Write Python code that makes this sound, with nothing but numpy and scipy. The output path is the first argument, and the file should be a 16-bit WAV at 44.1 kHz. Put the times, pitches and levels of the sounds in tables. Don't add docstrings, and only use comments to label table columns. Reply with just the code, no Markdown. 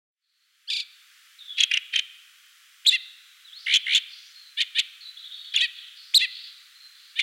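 import sys
import numpy as np
from scipy import signal
from scipy.fft import rfft, irfft
from scipy.io import wavfile
from scipy.ndimage import uniform_filter1d

SR = 44100
rng = np.random.default_rng(int(sys.argv[2]) if len(sys.argv) > 2 else 0)


def write(x):
    x = np.atleast_2d(x).T
    wavfile.write(sys.argv[1], SR, np.round(np.clip(x, -1, 1) * 32767).astype(np.int16))


N = 318402
BASS_CUT_HZ, TOP_CUT_HZ = 1247, 15900


def from_db(db):
    return 10 ** (np.asarray(db) / 20)


def rms_one(x):
    return x / np.sqrt(np.mean(x ** 2) + 1e-20)


def gain_at(points, hz):
    at, db = np.transpose(points)
    return from_db(np.interp(np.log(np.maximum(hz, 1)), np.log(at), db))


def coloured(x, points):
    return irfft(rfft(x) * gain_at(points, np.fft.rfftfreq(len(x), 1 / SR)), len(x))


def flutter(rate_hz, spread):
    edges_hz = [rate_hz / (1 + spread), rate_hz * (1 + spread)]
    band = signal.butter(2, edges_hz, "band", fs=SR, output="sos")
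    return rms_one(signal.sosfilt(band, rng.standard_normal(N)))


def gesture(start, end, first, middle, last, swell, pointed):
    at = np.arange(int(start * SR), min(int(end * SR), N))
    progress = np.clip((at / SR - start) / (end - start), 0, 1)
    arch = np.abs(np.sin(np.pi * progress))
    pitch = first + (last - first) * progress + (middle - (first + last) / 2) * arch ** pointed
    return at, pitch, np.minimum(1, swell * arch)


def hiss():
    # f/Hz, relative level/dB
    colour = [(900, -11), (1050, 0.5), (1250, -9), (1900, -6.5), (2700, -7.5), (3240, -4.5), (4070, -11.5),
              (4800, -12.5), (8000, -16.5), (12000, -20.5), (14500, -21.5), (15800, -20.5)]
    # t/s, gain/dB
    fade_points = [(0, -60), (.2, -23), (.3, -10.5), (.4, -4), (.6, 2.5), (.75, 6), (1.0, 11), (1.2, 12)]
    fade = from_db(np.interp(np.arange(N) / SR, *np.transpose(fade_points)))
    outdoor_hiss = from_db(-66.5) * rms_one(coloured(rng.standard_normal(N), colour))
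    white_hiss = from_db(-80) * rng.standard_normal(N)
    return fade * outdoor_hiss, fade * white_hiss


def trees(x):
    # delay/s, relative level/dB
    decay = [(0, -29.5), (.004, 17), (.015, 3), (.03, -0.5), (.05, 1), (.1, -4), (.19, -9.5), (.3, -17.5),
             (.5, -24.5), (.8, -36), (1.2, -86)]
    # f/Hz, relative level/dB
    foliage = [(1000, 4), (2000, 1.5), (3500, 1.5), (4600, -0.5), (5500, -15.5), (8000, -23), (15000, -6.5)]
    envelope = from_db(np.interp(np.arange(SR) / SR, *np.transpose(decay)))
    echoes = coloured(rng.standard_normal(SR), foliage) * envelope
    return signal.fftconvolve(x, rms_one(echoes) / np.sqrt(SR))[:N]


def far_notes(wheeze_hz_per_s=4400, run_start_s=5.157, run_gap_s=.07):
    # start/s, end/s, first f/Hz, middle f/Hz, last f/Hz, relative level/dB, roughness/0-1
    songs = [(0.199, 0.635, 4300, 4270, 4290, -75, 0.6), (1.377, 1.438, 4040, 3650, 3510, -45.5, 0.2),
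             (1.44, 1.578, 3650, 3400, 3096, -41, 0.13), (3.435, 3.505, 4040, 3700, 2800, -48.5, 0),
             (3.511, 3.59, 2786, 4125, 4190, -44.5, 0.02), (4.106, 4.14, 5140, 4430, 4080, -45.5, 0.3),
             (4.313, 4.499, 4150, 4240, 3890, -50.5, 0.2), (4.993, 5.105, 4360, 4023, 3980, -43.5, 0.34),
             (5.32, 5.52, 4370, 4390, 4370, -52.5, 0.2), (5.72, 5.9, 3737, 3377, 3160, -45, 0.6),
             (6.28, 6.507, 3620, 4210, 4165, -42, 0.99), (6.73, 6.892, 4130, 4174, 4070, -49, 0.09)]
    # start/s, end/s, middle f/Hz, relative level/dB
    wheezes = [(3.568, 3.727, 5330, -42.5), (4.065, 4.349, 5600, -44.5), (5.937, 6.134, 4840, -46.5),
               (6.917, 7.143, 4360, -54.5)]
    notes = list(songs)
    for start, end, hz, db in wheezes:
        rise = wheeze_hz_per_s * (end - start) / 2
        notes.append((start, end, hz - rise, hz, hz + rise, db, 1))
    for start in run_start_s + run_gap_s * np.arange(6):
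        hz = 3740 + 117 * rng.standard_normal()
        notes.append((start, start + .054, 3026, hz, .94 * hz, -41.5, .3))
    return notes


def far_song(blur=2.3, waver_hz=30, flicker_db=3.4):
    out, smear, flicker = np.zeros(N), flutter(159, spread=1.17), flutter(60, spread=.53)
    waver = waver_hz * flutter(24, spread=.596)
    for start, end, first, middle, last, db, rough in far_notes():
        at, pitch, swell = gesture(start, end, first, middle, last, swell=1.97, pointed=1)
        phase = 2 * np.pi * np.cumsum(pitch + waver[at]) / SR + blur * rough * smear[at]
        out[at] += from_db(db + flicker_db * flicker[at]) * swell * np.sin(phase)
    return out


def turbulence(voice, level_db):
    # f/Hz, relative level/dB
    colour = [(2000, -26), (4000, 5.5), (5500, -9), (7500, 2), (10000, 7), (12000, -30), (15000, -28)]
    loudness = np.sqrt(np.abs(uniform_filter1d(voice ** 2, size=64)))
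    return from_db(level_db) * loudness * rms_one(coloured(rng.standard_normal(N), colour))


def buzzes(rows, jitter, shimmer, beak_db, beak_width_hz, leak_db):
    # f/Hz, gain/dB
    throat = [(1300, -25), (1600, -16), (1900, 1.5), (2400, -4.5), (3400, 2), (4100, 0), (4700, 5.5),
              (5600, -22), (8000, -21), (14000, -42)]
    out, wobble, tremor = np.zeros(N), flutter(130, spread=.37), flutter(200, spread=1)
    k = np.arange(1, 23)[:, None]
    ringing = np.pi * k ** 2 / 5.5
    for start, end, first, middle, last, db, beak_hz, edge_hz in rows:
        at, pitch, swell = gesture(start, end, first, middle, last, swell=1, pointed=.88)
        phase = 2 * np.pi * np.cumsum(pitch * (1 + jitter * wobble[at])) / SR
        hz = k * pitch
        beak = from_db(beak_db / (1 + ((hz - beak_hz) / beak_width_hz) ** 2))
        edge = from_db(leak_db) + 1 / (1 + (hz / edge_hz) ** 20)
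        partials = gain_at(throat, hz) * beak * edge * (hz < TOP_CUT_HZ) * np.cos(k * phase - ringing)
        out[at] += from_db(db - 7.5) * swell * (1 + shimmer * tremor[at]) * partials.sum(axis=0)
    return out


def whistles(sweeps, rasp_hz, spread, shake):
    out, jitter, shimmer = np.zeros(N), flutter(rasp_hz, spread), flutter(rasp_hz, spread)
    for start, end, first, middle, last, db, rough, overtone_db in sweeps:
        at, pitch, swell = gesture(start, end, first, middle, last, swell=1.34, pointed=1.75)
        phase = 2 * np.pi * np.cumsum(pitch) / SR + rough * jitter[at]
        strength = from_db(db) * swell * (1 + shake * rough * shimmer[at])
        out[at] += strength * (np.sin(phase) + from_db(overtone_db) * np.sin(2 * phase))
    return out


def snap(s, hz, db, length_s=.0095, foot=.874, rough=.36):
    start, end, low_hz = s - length_s / 2, s + length_s / 2, .8 * hz
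    return [(start, end, foot * hz, hz, foot * hz, db, rough, -19),
            (start, end, foot * low_hz, low_hz, foot * low_hz, db - 12, rough, -30)]


def flick(s, low_hz, top_hz, low_db, high_db, foot_hz=2650, rise_s=.0095, fall_s=.0075, sag=.88):
    halfway, rough = sag * (foot_hz + top_hz) / 2, .13
    return [(s - rise_s, s, foot_hz, halfway, top_hz, high_db, rough, -30),
            (s, s + fall_s, top_hz, halfway, foot_hz, high_db - 4.5, rough, -30),
            (s - .004, s + .004, .836 * low_hz, low_hz, .795 * low_hz, low_db, rough, -35)]


def warble(start_s=.698, end_s=.838, rest_hz=1104, flip_s=.0034, sag_hz=190, sag_s=.013):
    # t/s, top of the fundamental/Hz
    flips = [(0.7045, 1825), (0.736, 2284), (0.7695, 2305), (0.804, 2250)]
    # t/s, relative level/dB
    levels = [(0.672, -53), (0.68, -34), (0.702, -26.5), (0.808, -30), (0.84, -49)]
    # f/Hz, gain/dB
    throat = [(1200, -36.5), (1800, -24), (2400, -1.5), (3500, 2.5), (4600, 0), (5200, -7.5), (6000, -22),
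              (7000, -16.5), (8000, -24.5), (14000, -41)]
    at = np.arange(int(start_s * SR), int(end_s * SR))
    t, k = at / SR, np.arange(1, 12)[:, None]
    lift = sum((top - rest_hz) * np.exp(-((t - s) / flip_s) ** 2) for s, top in flips)
    sag = sum(sag_hz * (t > s + flip_s) * np.exp(-np.abs(t - s - flip_s) / sag_s) for s, _ in flips)
    pitch = (rest_hz + np.maximum(lift, sag)) * (1 + .03 * flutter(410, spread=.82)[at])
    phase = 2 * np.pi * np.cumsum(pitch) / SR
    partials = gain_at(throat, k * pitch) * (k * pitch < TOP_CUT_HZ) * np.cos(k * phase - k ** 2)
    partials[0] *= from_db(-16)
    db = np.interp(t, *np.transpose(levels)) - 2 + 9 * lift / rest_hz
    out = np.zeros(N)
    out[at] = from_db(db) * signal.windows.tukey(len(at), .07) * partials.sum(axis=0)
    return out


def chatters(rough=.65):
    # first snap/s, last snap/s, base f/Hz and level/dB of the later snaps,
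    # f/Hz and level/dB of the first snap, f/Hz and level/dB of the rasp
    calls = [(1.585, 1.638, 3309, -10.5, 2680, -22.5, 3355, -21.5),
             (1.716, 1.7743, 2910, -14.5, 2570, -15.5, 2800, -26),
             (1.939, 1.9931, 3092, -14, 2500, -22.5, 3142, -24.5)]
    sweeps = []
    for first, last, hz, db, first_hz, first_db, rasp_hz, rasp_db in calls:
        middle = first + .43 * (last - first)
        sweeps += snap(first, first_hz, first_db)
        sweeps += snap(middle, 1.04 * hz, db + 1) + snap(last, 1.02 * hz, db)
        rasp = (first - .017, last + .0155, rasp_hz, rasp_hz, .92 * rasp_hz, rasp_db, rough, -35)
        flare = (middle, middle + .016, .9 * hz, .85 * hz, .89 * hz, db - 12, rough, -28)
        sweeps += [rasp, flare]
    return sweeps


def rattles(gap_ratio=.96, low_hz=2190, top_hz=4150, screech_hz=3400, snap_gap_s=.009):
    # first flick/s, first gap/s, low voice/dB, screech t/s, screech level/dB,
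    # change per snap/dB, rise per snap/Hz
    calls = [(3.670, .0157, -20, 3.7418, -13, 0, 10), (3.869, .0152, -21.5, 3.951, -11, -2, 153)]
    sweeps = []
    for s, gap, db, screech, screech_db, change_db, climb_hz in calls:
        for k in range(6):
            rise = 72 * k + 34 * rng.standard_normal()
            sweeps += flick(s, low_hz + rise, top_hz + 1.79 * rise, db + .5 * k, db - 7.5 + 2.5 * k)
            s += gap * gap_ratio ** k
        for k in range(4):
            hz = screech_hz + k * climb_hz + 114 * rng.standard_normal()
            sweeps += snap(screech + k * snap_gap_s, hz, screech_db + k * change_db)
        sweeps.append((screech, screech + .041, 2700, 3100, 3100, -21, .65, -22))
    return sweeps


def squawks(pulse_hz=608):
    # flick t/s, high voice/dB, low voice/dB, low voice f/Hz, top of the flick/Hz,
    # relative level of the buzz before/dB, rasp after/dB
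    calls = [(4.611, -16, -19, 2525, 4975, -23.5, -18), (4.790, -16.5, -16, 2664, 5130, -23.5, -14),
             (7.1958, -20.5, -14, 2434, 4570, -32, -21)]
    sweeps, pulses = [], []
    for s, high_db, low_db, low_hz, top_hz, buzz_db, after_db in calls:
        sweeps += flick(s, low_hz, top_hz, low_db, high_db,
                        foot_hz=2445, rise_s=.0085, fall_s=.00715, sag=.92)
        sweeps += [(s - .018, s - .005, 2900, 3080, 3250, buzz_db - 1, .6, -36),
                   (s + .001028, s + .0152, 3600, 3420, 2770, after_db, .45, -17)]
        pulses += [(s - .043, s, .88 * pulse_hz, pulse_hz, 1.04 * pulse_hz, buzz_db, 3650, 3850),
                   (s, s + .027, .83 * pulse_hz, 1.2 * pulse_hz, 1.01 * pulse_hz, -23, 3350, 3900)]
    return sweeps, pulses


def yelps(first_hz=1900, last_hz=2800, trill_hz=169.4, depth_hz=656, attack_s=.0081, release_s=.0082):
    # start/s, end/s, top of the arch/Hz, level/dB, last upswing of the trill/s,
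    # length of the trill/s, choking by the trill, octave overtone/dB
    calls = [(2.86, 2.9037, 3952, -8.5, 2.8845, .015, 2.2, -22),
             (5.558, 5.5696, 3460, -7.5, 5.563, 0, 0, -17),
             (6.139, 6.1858, 4180, -9, 6.161, .008, 0.61, -16)]
    out, jitter = np.zeros(N), flutter(600, spread=1)
    for start, end, top, db, trill_end, trill_s, choke, overtone_db in calls:
        at = np.arange(int(start * SR), int(end * SR))
        t, progress = at / SR, np.linspace(0, 1, len(at))
        foot = first_hz + (last_hz - first_hz) * progress
        trilling = (t > trill_end - trill_s) * (t < trill_end + .5 / trill_hz) * (trill_s > 1 / trill_hz)
        upswing = trilling * np.cos(np.pi * trill_hz * (t - trill_end)) ** 4
        pitch = foot + (top - foot) * np.abs(np.sin(np.pi * progress)) ** .5 + depth_hz * upswing
        phase = 2 * np.pi * np.cumsum(pitch) / SR + .06 * jitter[at]
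        envelope = np.clip(np.minimum((t - start) / attack_s, (end - t) / release_s), 0, 1) ** 2
        strength = from_db(db) * envelope / envelope.max() / (1 + choke * upswing)
        out[at] += strength * (np.sin(phase) + from_db(overtone_db) * np.sin(2 * phase))
    return out


def thrush():
    # start/s, end/s, first f/Hz, middle f/Hz, last f/Hz, level/dB,
    # roughness/0-1, octave overtone/dB (the columns of every sweep)
    slurs = [(2.848, 2.8665, 2800, 3300, 3530, -32.5, 0.76, -44),
             (2.8585, 2.866, 2040, 2800, 3560, -22.5, 0.2, -30),
             (2.9, 2.935, 3510, 3500, 3710, -22.5, 0.65, -20),
             (5.536, 5.565, 3240, 3150, 3640, -22.5, 0.71, -43),
             (5.5632, 5.5835, 2665, 2905, 2130, -17.5, 0.21, -40),
             (5.573, 5.613, 3620, 3420, 3110, -22.5, 0.64, -45),
             (5.6043, 5.624, 2785, 3470, 4160, -15.5, 0.37, -24),
             (6.1365, 6.145, 1840, 2704, 3470, -27.5, .14, -15),
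             (6.185, 6.225, 3926, 3500, 3360, -23, 0.58, -28)]
    # start/s, end/s, first, middle and last pulse rate/Hz,
    # relative level/dB, beak resonance/Hz, upper edge/Hz (the columns of every buzz)
    yelp_buzzes = [(2.916, 2.971, 585.4, 697, 567, -19, 2650, 4300),
                   (5.606, 5.667, 548, 651.6, 528, -20.5, 2530, 4490),
                   (6.202, 6.263, 531, 684, 528, -19.5, 2530, 4330)]
    warble_lead = [(0.672, .708, 1310, 1667, 1900, -32.5, 3460, 5570)]
    squawk_sweeps, squawk_pulses = squawks()
    voice = warble() + yelps()
    sweeps = chatters() + rattles() + squawk_sweeps + list(slurs)
    voice += whistles(sweeps, rasp_hz=537, spread=.38, shake=.49)
    pulses = list(warble_lead) + list(yelp_buzzes)
    voice += buzzes(pulses, jitter=.005, shimmer=.059, beak_db=10, beak_width_hz=250, leak_db=-26)
    voice += buzzes(squawk_pulses, jitter=.015, shimmer=.18, beak_db=7, beak_width_hz=370, leak_db=-22)
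    return voice + turbulence(voice, level_db=-30)


def scene():
    near, far = thrush(), far_song()
    birds = near + from_db(-18.5) * trees(near) + from_db(-25) * far + from_db(-2) * trees(far)
    birds = signal.sosfilt(signal.butter(8, 1500, "high", fs=SR, output="sos"), birds)
    outdoor_hiss, white_hiss = hiss()
    mid = birds + outdoor_hiss
    side = white_hiss + from_db(-42) * trees(near)
    return np.array([mid + side, mid - side])


def overload(x, bend):
    soft = .65 * np.tanh(x / .65)
    bright = signal.butter(2, 2800, "high", fs=SR, output="sos")
    return soft - bend * signal.sosfiltfilt(bright, np.abs(soft) ** 3)


def record(dry):
    bass_cut = signal.butter(16, BASS_CUT_HZ, "high", fs=SR, output="sos")
    top_cut = signal.ellip(12, .1, 90, TOP_CUT_HZ, fs=SR, output="sos")
    return signal.sosfilt(top_cut, signal.sosfilt(bass_cut, overload(dry, bend=3.23)))


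dry = scene()
out = record(dry)
write(out)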